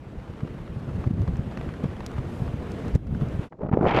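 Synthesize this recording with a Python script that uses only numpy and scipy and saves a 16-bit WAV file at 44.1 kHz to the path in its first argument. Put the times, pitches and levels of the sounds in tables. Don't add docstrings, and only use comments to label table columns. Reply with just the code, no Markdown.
import sys
import numpy as np
from scipy import signal
from scipy.fft import rfft, irfft, next_fast_len
from scipy.io import wavfile
from scipy.ndimage import uniform_filter1d, map_coordinates

SR = 44100
rng = np.random.default_rng(int(sys.argv[2]) if len(sys.argv) > 2 else 0)


def pcm_store(signal):
    levels = np.round(np.clip(np.atleast_2d(signal), -1, 1) * 32767)
    wavfile.write(sys.argv[1], SR, levels.astype(np.int16).T)


N = 176400
TIME = np.arange(N) / SR
BREAK_S = 3.495


def amp(db):
    return 10 ** (np.asarray(db) / 20)


def unit(x):
    return x / np.sqrt(np.mean(x ** 2) + 1e-20)


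def curves(rows):
    times, *columns = np.transpose(rows)
    return [np.interp(TIME, times, column) for column in columns]


def wobble(rate):
    return map_coordinates(rng.standard_normal(4096), [TIME * rate], mode="wrap")


def filtered(x, response):
    size = next_fast_len(N + 8192)
    return irfft(rfft(x, size) * response(np.fft.rfftfreq(size, 1 / SR)), size)[:N]


def noise(tone, patchy_db=0):
    spectra = signal.stft(rng.standard_normal(N), nperseg=512)[2]
    patches = uniform_filter1d(rng.standard_normal(spectra.shape), size=5, axis=0)
    patches = uniform_filter1d(patches, size=7, axis=1)
    patchy = signal.istft(spectra * amp(patchy_db * unit(patches)), nperseg=512)[1][:N]
    hz, db = np.transpose(tone)
    return unit(filtered(patchy, lambda f: amp(np.interp(np.log(f + 1), np.log(hz), db))))


def puffs(rows, tone, rise_s, fall_s):
    power = np.zeros(N)
    for (s, db, *_), fall in zip(rows, np.broadcast_to(fall_s, len(rows))):
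        near = slice(*np.searchsorted(TIME, [s - 10 * rise_s, s + 10 * fall]))
        t = TIME[near] - s
        power[near] += (amp(db) * np.exp(np.minimum(t / rise_s, -t / fall))) ** 2
    return .5 * np.sqrt(power) * noise(tone)


def pushes(rows, cycles):
    out = np.zeros(N)
    for s, db, hz in rows:
        near = slice(*np.searchsorted(TIME, [s - 10 * cycles / hz, s + 10 * cycles / hz]))
        turns = (TIME[near] - s) * hz
        wave = np.cos(2 * np.pi * turns + rng.uniform(0, 2 * np.pi))
        out[near] += amp(db) * wave / np.cosh(2 * turns / cycles)
    return out


def wind():
    # t/s, level/dB
    gusts = [(0, -42.5), (.35, -43.5), (.44, -39.5), (.52, -39), (.8, -33.5), (1.0, -32), (1.15, -26.5),
             (1.45, -35), (1.53, -39.5), (1.67, -28.5), (1.75, -38.5), (2.1, -37.5), (2.22, -24.5),
             (2.35, -40), (2.43, -28.5), (2.6, -37.5), (2.9, -30.5), (3.0, -24.5), (3.2, -24), (3.33, -32),
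             (3.45, -43)]
    # t/s, level/dB, f/Hz
    thumps = [(.182, -29.5, 46), (.301, -24.5, 110), (.435, -16.5, 129), (.451, -21.5, 263),
              (.704, -22.5, 135), (.96, -22, 91), (1.067, -19, 178), (1.075, -11, 111), (1.111, -11.5, 180),
              (1.139, -14.5, 150), (1.172, -21, 198), (1.182, -14.5, 183.3), (1.196, -15.5, 149),
              (1.235, -17.5, 125), (1.337, -18.5, 94), (1.395, -14.5, 108), (1.47, -22, 165),
              (1.48, -18, 130), (1.664, -22, 196), (1.69, -25, 124), (1.841, -12.5, 183),
              (1.844, -19.5, 396), (1.858, -14.5, 144), (2.192, -22, 103), (2.405, -22, 147),
              (2.422, -13, 140), (2.474, -21.5, 100), (2.543, -20, 152), (2.947, -14, 55.6),
              (2.956, -14.5, 350), (2.958, -5, 129), (3.142, -13, 132), (3.161, -16, 139),
              (3.204, -17.5, 126), (3.221, -13.5, 159), (3.395, -14.5, 108)]
    # t/s, level/dB
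    ticks = [(1.218, -44), (1.369, -44), (1.574, -45), (1.837, -48), (2.0635, -26), (2.116, -48),
             (2.718, -38.5), (2.882, -44), (2.951, -35), (2.959, -35.5), (3.07, -42), (3.157, -56),
             (3.286, -45.5)]
    # f/Hz, level/dB
    rumble_tone = [(15, -39), (30, -3.5), (70, 1), (140, -1), (220, -7.5), (350, -19), (700, -31),
                   (2000, -70)]
    rush_tone = [(80, -2), (220, 8.5), (380, 2), (700, -14), (1500, -22), (3500, -31.5), (8000, -45),
                 (15000, -60)]
    tick_tone = [(500, -5), (2500, -7), (4000, 0), (6200, 0), (8000, -6), (11000, -13.5), (15000, -19.5)]
    level_db, = curves(gusts)
    rumble = amp(level_db) * unit(noise(rumble_tone) * amp(4.1 * wobble(34.98)))
    thumping = pushes(thumps, cycles=0.6)
    rush = amp(-12) * puffs(thumps, rush_tone, rise_s=0.004, fall_s=.005)
    return rumble + thumping + rush + puffs(ticks, tick_tone, rise_s=0.00016, fall_s=0.002)


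def lake():
    # t/s, level/dB
    roar_levels = [(0, -44), (.45, -40), (.7, -40.5), (1.0, -38), (1.4, -39.5), (1.65, -37), (1.95, -37.5),
                   (2.35, -36), (2.55, -36.5), (2.87, -34), (3.0, -37), (3.3, -36), (3.39, -37.5),
                   (3.44, -34.5)]
    # t/s, level/dB, decay/s
    spatter = [(.2, -32.5, 0.0017), (.277, -33, 0.006), (.338, -34, 0.0015), (.406, -27, .003),
               (.448, -44, 0.0016), (.475, -32, .005), (.678, -33, .0025), (.893, -31.5, 0.0065),
               (1.041, -30, 0.0036), (1.218, -37, .004), (1.277, -26.5, 0.0059), (1.357, -30, 0.0035),
               (1.369, -36, .004), (1.514, -29.5, 0.0036), (1.521, -29, .003), (1.5738, -21, 0.0027),
               (1.612, -23.5, 0.0034), (1.69, -28, 0.0041), (1.739, -26, .002), (1.843, -27, 0.0045),
               (1.913, -33, 0.0017), (1.967, -29, .003), (2.006, -22, 0.0029), (2.116, -31, 0.0037),
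               (2.182, -27.5, 0.0062), (2.478, -28, 0.0026), (3.069, -29.5, 0.0067), (3.149, -27.5, .006),
               (3.212, -26.5, .002), (3.218, -31, .003)]
    # f/Hz, level/dB
    roar_tone = [(20, -13), (60, -3), (150, -1), (280, -4.5), (480, -8), (700, -14), (1000, -18.5),
                 (1500, -22.5), (3000, -30.5), (5000, -41.5), (8000, -46.5), (12000, -52.5), (15500, -63)]
    snap_tone = [(100, 10), (500, 2.5), (1200, 6), (2500, -9), (4500, -19), (8000, -32), (15000, -51)]
    gas_tone = [(1000, -30), (5000, 2), (8000, -3), (12000, -4), (15000, -17)]
    level_db, = curves(roar_levels)
    roar = noise(roar_tone, patchy_db=1.2) * amp(0.13 * wobble(9) + 0.74 * wobble(90))
    specks_per_s, spread_db = 70, 7.5
    when, strength = rng.random((int(specks_per_s * N / SR), 2)).T
    specks = np.column_stack([when * N / SR, spread_db * np.minimum(-np.log(strength), 2)])
    crackle = amp(-20) * unit(puffs(specks, snap_tone, rise_s=.0007, fall_s=0.0031))
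    gas = amp(-65.5) * np.exp(-.5 * ((TIME - 2.37) / .08) ** 2) * noise(gas_tone)
    snaps = puffs(spatter, snap_tone, rise_s=.0007, fall_s=[decay for _, _, decay in spatter])
    return amp(level_db) * (roar + crackle) + snaps + gas


def bubbles():
    # t/s, pop level/dB, f/Hz, splash level/dB
    bursts = [(3.524, -36, 640, -27), (3.531, -46, 700, -32), (3.619, -32, 131, -28),
              (3.634, -19, 159, -25.5), (3.651, -18, 139, -33), (3.662, -28, 130, -29),
              (3.669, -23, 170, -27.5), (3.689, -21, 130, -23), (3.695, -22, 150, -24),
              (3.716, -13.5, 205, -26), (3.729, -14, 444, -17), (3.737, -8, 112, -18),
              (3.742, -12.5, 262, -15), (3.7735, -5, 340, -20.5), (3.812, -9, 189, -13.5),
              (3.823, -23.5, 500, -19.5), (3.83, -22, 316, -16), (3.844, -15, 401, -17),
              (3.855, -10, 750, -12.5), (3.864, -10.5, 504, -11.5), (3.871, -21, 596, -15)]
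    # t/s, level/dB, f/Hz
    ringing = [(3.615, -29, 424), (3.634, -26, 580), (3.646, -37, 810), (3.669, -37.5, 1090),
               (3.693, -36, 1320)]
    # f/Hz, level/dB
    splash_tone = [(80, 0), (400, 10), (900, 8), (1500, -4), (2400, -17), (3300, -29), (6000, -46.5),
                   (12000, -78)]
    pops = pushes([(s, db, hz) for s, db, hz, _ in bursts], cycles=0.46)
    gurgle = pushes(ringing, cycles=3.6)
    splashes = puffs([(s, db) for s, _, _, db in bursts], splash_tone, rise_s=0.0013, fall_s=.0024)
    return gurgle + pops + splashes


def fountain():
    # t/s, boil level/dB, spray level/dB
    surge = [(3.5, -90, -97), (3.515, -48, -81), (3.585, -48.5, -73), (3.62, -32, -67), (3.645, -34, -62),
             (3.68, -43, -71), (3.71, -41, -73), (3.735, -24, -38.5), (3.755, -30.5, -60), (3.81, -29, -63),
             (3.855, -21.5, -49), (3.872, -25, -26), (3.93, -27.5, -29), (3.968, -22, -22),
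             (4.0, -25.5, -25)]
    # t/s, level/dB
    spurts = [(3.871, -25), (3.885, -23), (3.894, -24.5), (3.913, -22), (3.947, -20.5), (3.9645, -18),
              (3.971, -21.5), (3.977, -23), (3.989, -25)]
    # f/Hz, level/dB
    boil_tone = [(20, -10), (60, -7.5), (140, -1), (260, -5), (450, -7), (800, -12.5), (1200, -26),
                 (2000, -41.5), (3500, -56.5), (7000, -65.5), (14000, -88)]
    spray_tone = [(100, -15.5), (400, 3), (900, 4), (1300, -3), (1900, -5.5), (2400, -5.5), (3100, -14),
                  (4200, -29), (7000, -46), (11000, -69), (15000, -65)]
    fizz_tone = [(1500, -25), (3000, 9), (4500, 6), (7000, -15), (10000, -24.5), (15000, -39)]
    jet_tone = [(300, 6), (700, 2), (1500, 1.5), (3000, 8), (4500, -8), (6500, -23), (9000, -36),
                (15000, -56)]
    hiss_tone = [(1500, -2.5), (4000, 1), (7000, -4), (10000, -15.5), (15000, -22)]
    boil_db, spray_db = curves(surge)
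    boil = amp(boil_db + 3.2 * wobble(140)) * noise(boil_tone)
    flutter_db = spray_db + 2.1 * wobble(300)
    spray = amp(flutter_db) * noise(spray_tone, patchy_db=1.0)
    fizz = amp(-48 + 3.45 * (flutter_db - spray_db.max())) * noise(fizz_tone)
    bubbling = bubbles()
    jets = puffs(spurts, jet_tone, rise_s=0.00065, fall_s=0.0017)
    far_hiss = amp(-86) * noise(hiss_tone)
    return (boil + spray + fizz + far_hiss) * (TIME > BREAK_S) + bubbling + jets


def gain_control(x, threshold_db, slope, attack_s, release_db_per_s):
    cut_db = slope * np.maximum(20 * np.log10(np.abs(x) + 1e-9) - threshold_db, 0)
    climb_db = release_db_per_s * TIME
    held_db = np.maximum.accumulate(cut_db + climb_db) - climb_db
    smoothing = np.exp(-1 / (attack_s * SR))
    return x * amp(-signal.lfilter([1 - smoothing], [1, -smoothing], held_db))


def scene():
    view = gain_control(lake() + wind(), threshold_db=-13, slope=1.935,
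                        attack_s=0.022, release_db_per_s=58)
    fade = np.clip((BREAK_S - TIME) / 0.053, 0, 1) ** 1.4
    return (view * fade + fountain())[None]


def record(dry):
    return filtered(dry[0], lambda hz: hz < 15600)[None]


dry = scene()
out = record(dry)
pcm_store(out)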